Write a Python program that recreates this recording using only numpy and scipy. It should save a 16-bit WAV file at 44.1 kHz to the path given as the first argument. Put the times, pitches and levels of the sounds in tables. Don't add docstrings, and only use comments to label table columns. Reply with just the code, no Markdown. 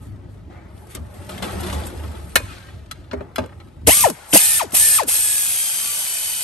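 import sys
import numpy as np
from scipy import signal
from scipy.fft import rfft, irfft, next_fast_len
from scipy.io import wavfile
from scipy.ndimage import uniform_filter1d

SR = 44100
rng = np.random.default_rng(int(sys.argv[2]) if len(sys.argv) > 2 else 0)


def generate_wav(sig):
    pcm = np.round(np.clip(np.atleast_2d(sig).T, -1, 1) * 32767).astype(np.int16)
    wavfile.write(sys.argv[1], SR, pcm)


def boost(x):
    u = np.asarray(x, float) / 20
    return 10 ** u


N = 283959
T = np.arange(N) / SR

# (open [s], shut [s], spin-up [s], start whine [dB], coasting whine [dB])
PULLS = [
    (3.868, 4.031, .031, -8, -2),
    (4.331, 4.585, .041, -7, -10),
    (4.727, 4.974, .033, -25, -8),
    (5.064, 6.6, .041, -30, -30),
]
# (time [s], vane passes [Hz])
TOP_SPEED = [(3.9, 1200), (4.03, 1190), (4.39, 1790), (4.425, 1765), (4.46, 1795), (4.53, 1800),
             (4.58, 1770), (4.82, 1775), (4.89, 1768), (4.97, 1720), (5.12, 1722), (5.22, 1716),
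             (5.3, 1686), (5.4, 1662), (5.6, 1603), (5.8, 1556), (6.0, 1516), (6.1, 1510), (6.44, 1520)]
# (running whine [dB], valve puff [dB], thump [dB])
EFFORT = [(-31.5, -10, -20), (-36.5, -12.5, -32), (-33.5, -33, -47), (-39, -63, -49)]
LAG_POWERS = (1.3, 2.2, 1.5, 1.8)
COASTS = (.048, .043, .044, .047)
STRAIN_LEVELS = (-23, -25.5, -38, -43)
OCTAVE_LEVELS = (-6, 4, -10, 2)
STRAIN_S = .082


def rotor():
    hz, labour, running, pumping, puff, thump, strain, octave = np.zeros((8, N))
    top = np.interp(T, *np.transpose(TOP_SPEED))
    for pull, effort, lag, strain_db, coast, octave_db in zip(
            PULLS, EFFORT, LAG_POWERS, STRAIN_LEVELS, COASTS, OCTAVE_LEVELS):
        on, off, rise, start_db, coast_db = pull
        run_db, puff_db, thump_db = effort
        since, after, now = np.maximum(T - on, 0), np.maximum(T - off, 0), T >= on
        spin_up = .05 + .95 * (1 - np.exp(-(since / rise) ** lag))
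        hz[now] = (top * spin_up * np.exp(-after / coast))[now]
        octave[now] = octave_db
        slow = np.exp(-(hz / 850) ** 6 - (since / .05) ** 6)
        labour[now] = (boost(start_db) * slow * np.minimum(since / .006, 1))[now]
        running[now] = (boost(run_db) * np.exp(-after / .006) * np.minimum(since / .052, 1) ** 3)[now]
        suction = np.exp(-after / .027) + .11 * np.exp(-after / .065)
        pumping[now] = (boost(coast_db) * (1 - np.exp(-(after / .014) ** 2)) * suction)[now]
        strain[now] = (boost(strain_db) * np.exp(-(since / STRAIN_S) ** 4))[now]
        puff += boost(puff_db) * since / .007 * np.exp(1 - since / .007)
        jolt = since / 0.015 * np.exp(1 - since / 0.015)
        thump += boost(thump_db) * jolt * np.sin(2 * np.pi * 70 * since)
    return hz, labour, running, pumping, puff, thump, strain, octave


# (jet [dB], first surge [dB], valve opening [s])
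FLOW = [(-16, 4.5, 0.0042), (-18, 7, 0.0024), (-16.5, 1.2, 0.022), (-20, 0, 0.02)]
# (level over jet [dB], share of surge [1], share of sag [1])
LAYERS = [
    (0, 0.58, 0.87),
    (-5.5, 1.4, 0.45),
    (-30.5, 2.86, 0.62),
]
# (linger [s], fall [dB/s], back-puff [dB], leak [dB])
DYING = [
    (.001, 422, -1, -57),
    (0.031, 426, -1, -50.5),
    (.04, 350, 9.5, -51),
]
# (time [s], jet level [dB], fall time [s per 10 dB])
SPURTS = [(4.075, -30, -0.22), (4.102, -55, -0.5), (4.376, -7.5, -0.0228)]
SHUT_DB, SURGE_S, SAG_DB, SAG_S, BACK_PUFF_S = 26.5, 0.072, 10, 0.54, 0.038


def airflow():
    gains = []
    for (over_db, surge, sag), (linger, fall_db, back_db, leak_db) in zip(LAYERS, DYING):
        gain = boost(leak_db) * (T >= PULLS[0][0])
        for (on, off, *_), (db, surge_db, opening) in zip(PULLS, FLOW):
            opened = on + opening
            since, after = np.maximum(T - opened, 0), np.maximum(T - off, 0)
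            level_db = db + over_db - SHUT_DB * np.maximum((opened - T) / opening, 0)
            level_db = level_db + surge * surge_db * np.exp(-since / SURGE_S)
            level_db = level_db - sag * SAG_DB * (1 - np.exp(-since / SAG_S))
            level_db = level_db + back_db * np.minimum(after / BACK_PUFF_S, 1)
            level_db = level_db - fall_db * np.maximum(after - linger, 0)
            gain = np.hypot(gain, boost(level_db))
        gains.append(gain)
    jet, roar, gust = gains
    return np.hypot(jet, swells(SPURTS, 0.15) * (T >= PULLS[0][0])), roar, gust


# (multiple [1], driven level [dB], coasting level [dB])
VANES = [(1, 0, 0), (2, -5, -13), (3, -6, -27), (4, -9, -36), (5, -6, -42), (6, -19, -46)]
# (frequency [Hz], level [dB])
MUFFLER = [(100, -17), (250, -6), (500, -1), (900, 2.5), (1380, -5), (1580, -18), (1640, -5.5), (1790, 4),
           (2300, 2), (3050, 5), (3250, 4), (3400, -3), (3600, 3), (4750, 5), (5350, -6), (6200, 11),
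           (8000, -1), (8550, 21), (9000, 14), (9600, 34)]
# (frequency [Hz], level [dB])
STRAIN = [(1500, -21), (2050, 3.5), (2400, -4), (2750, 9.5), (3300, -8), (4500, -27)]
# (frequency [Hz], level [dB])
JET = [(3000, -22.5), (5000, -10), (7000, -6), (8500, 0), (11500, 2.5), (13000, 2.5), (16000, -6.5)]
# (frequency [Hz], level [dB])
ROAR = [(800, -20), (1650, -8), (2250, -2.5), (3000, 0), (4000, -1), (5500, -2.5), (7500, -3.5),
        (10000, -52)]
# (frequency [Hz], width [Hz], level over the rest [dB])
HOUSING = [(2504, 126, 6), (3180, 110, 2)]
# (frequency [Hz], level [dB])
GUST = [(40, -32), (150, -7), (250, -19), (500, -8), (850, -2), (1100, -8.5), (1450, -5.5), (1900, -12.5),
        (3000, -23)]
# (frequency [Hz], level [dB])
PUFF = [(60, -20), (190, -13), (290, 0), (500, -3), (800, -12), (1400, -30)]
PASSES_PER_PAWL = 22.5


def ratchet():
    hz, labour, running, pumping, puff, thump, strain, octave = rotor()
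    unsteady = .012 * np.clip((1600 / (hz + 1)) ** 3, 1, 3)
    jitter = uniform_filter1d(rng.standard_normal(N), size=300)
    turns = np.cumsum(hz * (1 + unsteady * jitter)) / SR
    flutter = boost(.6 * evened(uniform_filter1d(rng.standard_normal((len(VANES), N)), size=700)))
    whine = np.zeros(N)
    for waver, (k, db, coast_db) in zip(flutter, VANES):
        driven = waver * running * boost(db + octave * (k == 2))
        undriven = (labour + pumping) * boost(coast_db)
        whine += (driven + undriven) * boost(read(MUFFLER, k * hz)) * np.cos(2 * np.pi * k * turns)
    for k in range(2, 5):
        whine += strain * boost(read(STRAIN, k * hz)) * np.cos(2 * np.pi * k * turns)
    stroke = turns / PASSES_PER_PAWL
    bite = boost(2.2 * rng.standard_normal(400))[stroke.astype(int) % 400] * np.exp(-(stroke % 1) / .1)
    spit = boost(0.53 * evened(uniform_filter1d(rng.standard_normal(N), size=60)))
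    jet, roar, gust = airflow()
    air = jet * boost(9) * hiss(JET, 0.19, spit * (1 + 0.4 * bite))
    air = air + roar * boost(3.0) * peaked(hiss(ROAR, 0.75, 1 + 1.19 * bite), HOUSING)
    air = air + gust * boost(8.0) * hiss(GUST, 1.0) + puff * hiss(PUFF, 1.2)
    return np.sqrt(2) * whine + air + thump


# (frequency [Hz], level [dB])
SEEP = [(300, -25), (480, -2), (980, 0), (1200, -20), (1650, -18), (2000, -4), (2700, -9), (5000, -16)]
# (time [s], level [dB], fall time [s per 10 dB])
SEEPS = [(4.125, -42, .6)]


def seep():
    return swells(SEEPS, .02) * hiss(SEEP, 1.5)


# (time [s], peak [dB], thud over it [dB], crack over it [dB], t60 [s])
TAPS = [(0.5026, -57, -9, -27, 0.079), (0.871, -55, -4, 9, 0.0386), (0.952, -34.5, -3, 14, 0.015),
        (1.144, -53.5, -15, 5, 0.107), (1.292, -27, -4, -10, 0.066), (1.379, -27.5, -5, -9, 0.08),
        (1.4246, -19.5, -7, -12, 0.16), (1.5388, -33, -4, -15.5, 0.036), (1.5565, -34, -4, -17, 0.07),
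        (1.608, -37, -6, 8, 0.058), (1.6675, -29.5, -5, -6, 0.096), (1.6995, -21.5, -4, -13, 0.074),
        (1.728, -19.5, -2.5, -10, 0.15), (2.0367, -31.5, 1.5, -24.5, 0.19), (2.149, -34.5, -2, -25, 0.18)]
# (time [s], peak [dB], thud [dB], crack [dB], t60 [s])
KNOCKS = [(2.3573, -1, -19, -5, 0.064), (2.914, -23, -28, -5, 0.046), (3.115, -24, -25, -32, 0.072),
          (3.1325, -21.5, 0, -31, 0.063), (3.208, -28, -8, -32, 0.034), (3.3603, -22, -24, -3, 0.039),
          (3.3824, -16, -10, -19, 0.077), (3.4389, -33.5, 10, -21, 0.042), (3.4616, -35.5, 3.5, -6, 0.024),
          (3.492, -44, 4, -27, 0.081), (3.5236, -43, 4, -33, 0.088), (3.602, -35.5, -12, -31.5, 0.089),
          (4.1006, -20.5, 2, 4, 0.035), (4.63, -27, -1.5, 7, 0.035), (4.7084, -34, -1, 0, 0.031),
          (4.7224, -33, 1, 3, 0.19), (5.0338, -25, -4, 3, 0.031)]
# (time [s], peak [dB], thud [dB], crack [dB], t60 [s])
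MORE_TAPS = [(1.2223, -45, -10, -6, .03), (1.511, -33, -10, -8, .04), (1.639, -33, -10, -11, .04),
             (1.994, -39.5, -8, -6.5, .03), (2.401, -26.5, 3, -14, .04), (.968, -36.5, 6, -15, 0.071)]
# (frequency [Hz], level [dB])
STEEL = [(1060, 3), (1310, 3), (1585, -1), (1810, -3), (2100, -5), (2540, -5), (2900, -7), (3500, -10),
         (4200, -8)]
# (frequency [Hz], level [dB])
HOLLOW = [(190, -6), (330, -4), (490, -3), (600, 0), (860, -7)]


def knocks():
    out, t = np.zeros(N + 9000), np.arange(4500) / SR
    sag = t + .009 * (1 - np.exp(-t / .022))
    for s, db, thud_db, crack_db, t60 in TAPS + KNOCKS + MORE_TAPS:
        luck, grit = rng.standard_normal((2, 14)), rng.standard_normal((2, 4500))
        steel, thud = np.zeros((2, 4500))
        for (f, d), a, b in zip(STEEL, *luck):
            steel += boost(d + 1.5 * b - 60 * t / .011) * np.sin(2 * np.pi * f * (1 + .012 * a) * t + 4 * b)
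        for (f, d), a, b in zip(HOLLOW, *luck[:, 9:]):
            thud += boost(d + 1.0 * b - 0.32 * f * t) * np.sin(2 * np.pi * f * .76 * sag + 3 * a)
        scrape = grit * boost(-60 * t / t60) * np.minimum(t / 0.00027, 1)
        ring = signal.fftconvolve(scrape[0], steel)[:4500]
        rough = 1 + 3 * uniform_filter1d(grit[1], size=120)
        thud = thud * rough * boost(-60 * t / (1.8 * t60)) * np.minimum(t / .004, 1)
        blow = ring / abs(ring).max() + boost(thud_db - 2.5) * thud / abs(thud).max()
        blow = blow + boost(crack_db + 0.5) * np.diff(scrape[1], prepend=0)
        out[round((s - .0015) * SR):][:4500] += boost(db + 1.0) * blow
    return out[:N]


def rings(blows, modes, attack=0.00054):
    out, t = np.zeros(N + 6000), np.arange(6000) / SR
    for (s, db), luck in zip(blows, rng.standard_normal((len(blows), 2, len(modes)))):
        ring = np.zeros(6000)
        for (f, d, t60), a, b in zip(modes, *luck):
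            decay = boost(d + 1.4 * b - 60 * t / t60)
            ring += decay * np.sin(2 * np.pi * f * (1 + 0.01 * a) * t + 3 * b)
        out[round(s * SR):][:6000] += boost(db) * ring * np.minimum(t / attack, 1)
    return out[:N]


# (frequency [Hz], level [dB], t60 [s])
BRACKET = [(634, -12, 0.12), (1050, -4.5, 0.055), (1166, -21.5, 0.11), (1314, 0, 0.055),
           (1590, -1.5, 0.059), (1850, -2, 0.07), (2160, -6, 0.06), (2480, -7, 0.11), (2980, -3.5, 0.037),
           (4090, -10, 0.082), (5400, -21, .068)]
# (frequency [Hz], level [dB], t60 [s])
SOCKET = [(1340, -1, 0.06), (2040, -13, 0.063), (2380, -8.5, 0.033), (2856, -2.5, 0.024), (3395, -3, 0.041),
          (4100, -4.5, 0.053), (4900, -10.5, .052), (5320, -7, 0.025), (6300, -16, .04)]
# (frequency [Hz], level [dB], t60 [s])
LEVER = [(700, -14, .04), (2060, -0.5, 0.025), (2670, -0.5, .03), (3150, 4, .03)]
# (time [s], level [dB])
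BRACKET_BLOWS = [(1.293, -39.5), (1.4235, -41), (2.3585, -8.5), (2.51, -44), (2.686, -41), (3.492, -50),
                 (3.527, -47)]
# (time [s], level [dB])
SOCKET_BLOWS = [(2.9115, -24), (3.1125, -32), (3.207, -54), (3.3595, -21), (3.383, -23.5), (3.441, -44),
                (3.6015, -48)]
# (time [s], level [dB])
LEVER_BLOWS = [
    (3.867, -27),
    (4.3285, -14.5),
    (4.719, -39),
]


def struck_metal():
    return rings(BRACKET_BLOWS, BRACKET) + rings(SOCKET_BLOWS, SOCKET) + rings(LEVER_BLOWS, LEVER)


# (frequency [Hz], level [dB], t60 [s])
COVER = [(250, -10, .16), (400, -6, .15), (545, 0, .06), (625, -4, .07), (880, -10, .08)]
# (time [s], level [dB])
COVER_BLOWS = [(3.132, -14.5), (3.2055, -22), (3.382, -9.5), (1.4, -33)]
# (frequency [Hz], level [dB], t60 [s])
CLAMP = [(2950, -4, .035), (3250, -2, .04), (3500, 0, .04), (4050, -4, .03), (4800, -5, .03)]
# (time [s], level [dB])
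CLAMP_BLOWS = [(1.294, -38), (1.318, -41), (1.3794, -34), (1.4248, -30), (1.44, -35), (1.6378, -37),
               (1.6668, -33), (1.6992, -34), (1.7266, -30), (1.75, -36), (1.835, -38), (2.04, -44),
               (2.1512, -42)]


def cover_and_clamp():
    return rings(COVER_BLOWS, COVER, .004) + rings(CLAMP_BLOWS, CLAMP)


# (start [s], length [s], frequency [Hz],
# level [dB])
HUMS = [(0.961, 0.12, 70.5, -33), (1.44, 0.21, 74.7, -32), (1.709, 0.124, 74.7, -25),
        (1.972, 0.18, 76, -29.5), (2.139, 0.17, 70.7, -36.5), (1.4, .08, 185, -41), (1.66, .14, 186.4, -39),
        (1.279, .09, 612, -38.5), (2.099, .16, 612, -52.5), (1.699, 0.13, 855, -40),
        (2.12, 0.072, 870, -47), (2.412, 0.066, 1052, -47), (2.492, 0.039, 1328, -42),
        (2.597, .09, 1590, -50), (3.869, .03, 285, -15.5), (4.332, .05, 204, -22), (4.038, .025, 110, -31),
        (5.627, 0.21, 1330, -52.5), (5.78, 0.21, 1160, -45.5), (5.9, .2, 590, -48), (5.932, 0.13, 820, -48)]


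def hums():
    out = np.zeros(N)
    for s, length, hz, db in HUMS:
        t = np.arange(0, length, 1 / SR)
        wobble = 1 + .25 * uniform_filter1d(rng.standard_normal(len(t)), size=600)
        tone = np.sin(2 * np.pi * hz * np.cumsum(wobble) / SR)
        out[round(s * SR):][:len(t)] += boost(db) * np.sin(np.pi * t / length) ** 0.55 * tone
    return np.sqrt(2) * out


# (time [s], fall time [s per 10 dB], drag [dB], scuff [dB], fizz [dB])
STROKES = [(.03, 0.15, -52, -64, -57.5), (.16, 0.5, -48.5, -88.5, -101), (.32, 0.2, -66, -69, -66.5),
           (.68, 0.5, -61.5, -93.5, -95.5), (.8, 0.4, -70, -69, -59.5), (.91, 0.08, -66, -53, -46.5),
           (.954, 0.02, -35.5, -39.5, -37), (1.25, -0.55, -43, -66, -55), (1.52, 0.72, -37.5, -47.5, -44),
           (1.65, 0.21, -30, -42.5, -46), (1.8, 0.11, -32, -47, -46), (1.86, 0.1, -55, -62, -40),
           (1.97, .5, -42.5, -57, -51.5), (2.18, -0.73, -44, -58.5, -66.5), (2.32, -1.4, -64, -64, -55.5),
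           (2.42, 0.12, -47, -53, -76), (2.52, 0.18, -49, -47.5, -74), (2.67, 0.2, -50.5, -56, -65),
           (2.95, 0.15, -52, -60, -84), (3.18, 0.15, -38.5, -69, -78), (3.42, 0.04, -32, -56, -85),
           (3.54, 2, -51, -70.5, -70.5)]
# (time [s], fall time [s per 10 dB], drag [dB], scuff [dB], fizz [dB])
GRABS = [(.503, 0.36, -43, -65, -90), (1.147, 0.32, -70, -58, -62), (1.295, 0.18, -37, -46, -44),
         (1.425, 0.17, -27.5, -41, -45)]
# (steepness [1], resting level [dB])
CONTACT = [
    (1.05, -70),
    (1.4, -70.5),
    (2.6, -94.5),
]
STROKE_RISE, GRAB_RISE = 0.44, 0.022


def contact(order):
    steep, rest_db = CONTACT[order]
    rest_power = boost(2 * rest_db) * (T < PULLS[0][0])
    strokes = swells([(row[0], row[2 + order], row[1] / steep) for row in STROKES], STROKE_RISE)
    grabs = swells([(row[0], row[2 + order], row[1] / steep) for row in GRABS], GRAB_RISE)
    return np.sqrt(rest_power + strokes ** 2 + grabs ** 2)


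# (frequency [Hz], level [dB])
DRAG = [(110, -22), (185, 7.5), (250, -4), (345, 4), (470, 0), (615, 2.5), (900, -3.5), (2300, -15.5),
        (3500, -39)]
# (frequency [Hz], level [dB])
SCUFF = [(500, -27), (1300, -2.5), (2000, -3.5), (3500, -3), (5000, -8.5), (8000, -16.5)]
# (frequency [Hz], width [Hz], level over the rest [dB])
BAY = [(187, 18, 5.3), (363, 32, 5), (614, 29, 2.1), (850, 60, 5.7), (1275, 46, 8.2), (1930, 58, 4.1)]


def handling():
    starts = (rng.random(N) < 140 / SR) * rng.exponential(1, N)
    slips = 1 + 0.29 * signal.lfilter([1], [1, -.995], starts)
    drag = contact(0) * boost(-1.5) * hiss(DRAG, 1.06)
    scuff = contact(1) * boost(6.5) * hiss(SCUFF, 0.94, slips)
    fizz = contact(2) * boost(6.0) * hiss(JET, 2.6, slips)
    return peaked(drag + scuff, BAY) + fizz


# (frequency [Hz], level [dB])
BRUSH = [(250, -20), (600, -7), (1200, -7), (2200, 1), (2500, -14), (4000, -40)]
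# (time [s], level [dB], fall time [s per 10 dB])
BRUSHES = [(.51, -56, 0.2), (.55, -51, 0.1)]
CRACKLES_PER_S, CRACKLE_DB = 70, -5


def sleeve():
    brush = swells(BRUSHES, .04) * hiss(BRUSH, 1.3)
    snaps = (rng.random(N) < CRACKLES_PER_S / SR) * np.minimum(rng.exponential(1, N), 3)
    grains = signal.lfilter([1], [1, -.988], snaps) * rng.standard_normal(N)
    crackle = evened(peaked(colour(grains, lambda hz: boost(read(SCUFF, hz))), BAY))
    rubbing = (T > GRABS[2][0]) * (T < KNOCKS[0][0])
    return brush + boost(CRACKLE_DB) * contact(1) * crackle * rubbing


# (time [s], level [dB])
RUMBLE = [(0.0, -37), (.84, -40.5), (1.2, -38.5), (1.6, -29.5), (2.3, -39), (2.5, -41), (3.3, -45),
          (3.85, -40.5), (3.91, -52), (3.95, -56), (4.11, -60), (4.27, -52), (4.41, -49), (4.57, -42),
          (4.68, -61.5), (4.8, -41.5), (5.06, -58), (5.29, -53), (6.44, -58)]
# (time [s], level [dB], fall time [s per 10 dB])
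BUMPS = [(.14, -33, -0.12), (.5, -40, 0.2), (.98, -34.5, 0.08), (1.5, -33, 0), (1.77, -33, -0.04),
         (2.03, -31, 0), (2.4, -31.5, 0.12), (2.72, -43, 0.2), (2.9, -41.5, 0.5), (3.17, -36, 0.16),
         (3.41, -30.5, 0.04), (3.62, -44, .1), (3.89, -25, -0.06), (4.045, -30.5, -0.05), (4.35, -34, 0.02),
         (4.75, -47, -0.45), (5.11, -49, -0.4)]
# (frequency [Hz], level [dB])
DRONE = [(20, -52), (35, -18), (52, -1), (75, 1), (100, 2.5), (125, -5), (180, -9.5), (350, -16),
         (600, -38), (1200, -56)]
# (frequency [Hz], width [Hz], level over the rest [dB])
PANEL = [(76, 6.8, 4.1), (102, 13, 2.6)]
BUMP_RISE = 0.57


def rumble():
    bed = boost(np.interp(T, *np.transpose(RUMBLE)))
    return np.hypot(bed, swells(BUMPS, BUMP_RISE)) * evened(peaked(hiss(DRONE, 1.4), PANEL))


def evened(x):
    return x / np.sqrt(np.mean(x ** 2) + 1e-20)


def read(points, hz, order=1):
    table = np.transpose(points)
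    return np.interp(np.log(hz + 1), np.log(table[0] + 1), table[order])


def colour(x, gains):
    size = next_fast_len(N + 4096)
    return irfft(rfft(x, size) * gains(np.fft.rfftfreq(size, 1 / SR)), size)[..., :N]


def peaked(x, peaks):
    return colour(x, lambda hz: 1 + sum((boost(db) - 1) / (1 + (2 * (hz - f) / width) ** 2)
                                        for f, width, db in peaks))


def drift(shape, bands, frames):
    across = uniform_filter1d(rng.standard_normal(shape), size=bands, axis=0)
    return evened(uniform_filter1d(across, size=frames, axis=1))


def hiss(shape, patchy_db, drive=1):
    z = signal.stft(rng.standard_normal(N), SR, nperseg=512)[2]
    patches = boost(patchy_db * drift(z.shape, 5, 6))
    patchy = signal.istft(z * patches, SR, nperseg=512)[1][:N]
    return evened(colour(patchy * drive, lambda hz: boost(read(shape, hz))))


def swells(rows, rise):
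    t = T[::32]
    power = np.zeros(len(t))
    for s, db, fall in rows:
        power += boost(2 * db - 20 * np.maximum((t - s) / fall, (s - t) / (rise * fall))) \
            if fall else boost(2 * db - 20 * np.maximum((t - s) / np.float64(fall), (s - t) / (rise * fall)))
    return np.interp(T, t, np.sqrt(power))


def echoes(x, t60):
    t = np.arange(round(t60 * SR)) / SR
    tail = rng.standard_normal(len(t)) * boost(-60 * t / t60)
    return signal.fftconvolve(x, tail / np.linalg.norm(tail))[:N]


SCATTER_LAG = 150


def scattered(x):
    z = signal.stft(x, SR, nperseg=512)[2]
    turned = z * np.exp(2j * drift(z.shape, 3, 20))
    return 1.34 * np.pad(signal.istft(turned, SR, nperseg=512)[1], (SCATTER_LAG, 0))[:N]


# (frequency [Hz], likeness [1], lead [rad], level for the tool [dB], level for the hands [dB])
PORTS = [(60, .95, 0, -1.5, -.3), (140, .9, 0, -1.5, 0), (300, .5, 0, -5, -1), (700, .3, -.5, -8.5, -4),
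         (1800, .4, .1, -4.5, -2), (3000, .55, -.8, -5, -3), (5500, .4, -.7, -5.5, -4),
         (7300, .5, -.9, -4, -2), (8550, .99, -.1, 0, 0), (9200, .86, 1.3, 0, 0), (9950, .999, 3.12, 0, 0),
         (10450, .999, 3.17, 0, 0), (11000, .9, 4.8, 0, 0), (11900, .97, 6.0, 0, 0)]


def scene():
    hits, struck = knocks(), struck_metal()
    left = ratchet() + seep()
    left = left + hits + boost(-23.5) * echoes(hits, 1.0)
    left = left + struck + boost(-22.5) * echoes(struck, 0.98)
    left = left + cover_and_clamp() + hums() + handling() + sleeve() + rumble()

    def same(hz):
        return np.clip(read(PORTS, hz), 0, 1)

    direct = colour(left, lambda hz: same(hz) * np.exp(1j * read(PORTS, hz, order=2)))
    right = direct + colour(scattered(left), lambda hz: np.sqrt(1 - same(hz) ** 2))
    tool = colour(right, lambda hz: boost(read(PORTS, hz, order=3)))
    hands = colour(right, lambda hz: boost(read(PORTS, hz, order=4)))
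    return np.array([left, np.where(T < PULLS[0][0] - .01, hands, tool)])


# (frequency [Hz], share of loud moments [1])
KEPT = [(12000, 1), (12300, .7), (12900, .3), (13200, .03), (14300, .03), (14600, .4), (15700, .4)]


def thinned(x):
    hz, _, z = signal.stft(x, SR, nperseg=1024)
    band, block = (hz // 600).astype(int), np.arange(z.shape[2]) // 3
    chance = rng.random((band.max() + 1, block.max() + 1))[band][:, block]
    loud = (abs(z[0, hz > 8000]) ** 2).sum(0) > boost(-74)
    share = read(KEPT, hz)[:, None]
    passed = (share >= 1) | ((chance < share) & loud)
    return signal.istft(z * passed, SR, nperseg=1024)[1][:, :N]


def low_pass(x):
    return signal.sosfilt(signal.butter(12, 15940, fs=SR, output="sos"), x)


# (frequency [Hz], level [dB])
TOP_SHELF = [(20, 0), (11500, 0), (12500, -14), (13300, -17), (15700, -15), (16000, -60)]


def record(dry):
    heard = colour(dry, lambda hz: boost(read(TOP_SHELF, hz)))
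    return low_pass(thinned(np.clip(heard, -1, 1)))


dry = scene()
out = record(dry)
generate_wav(out)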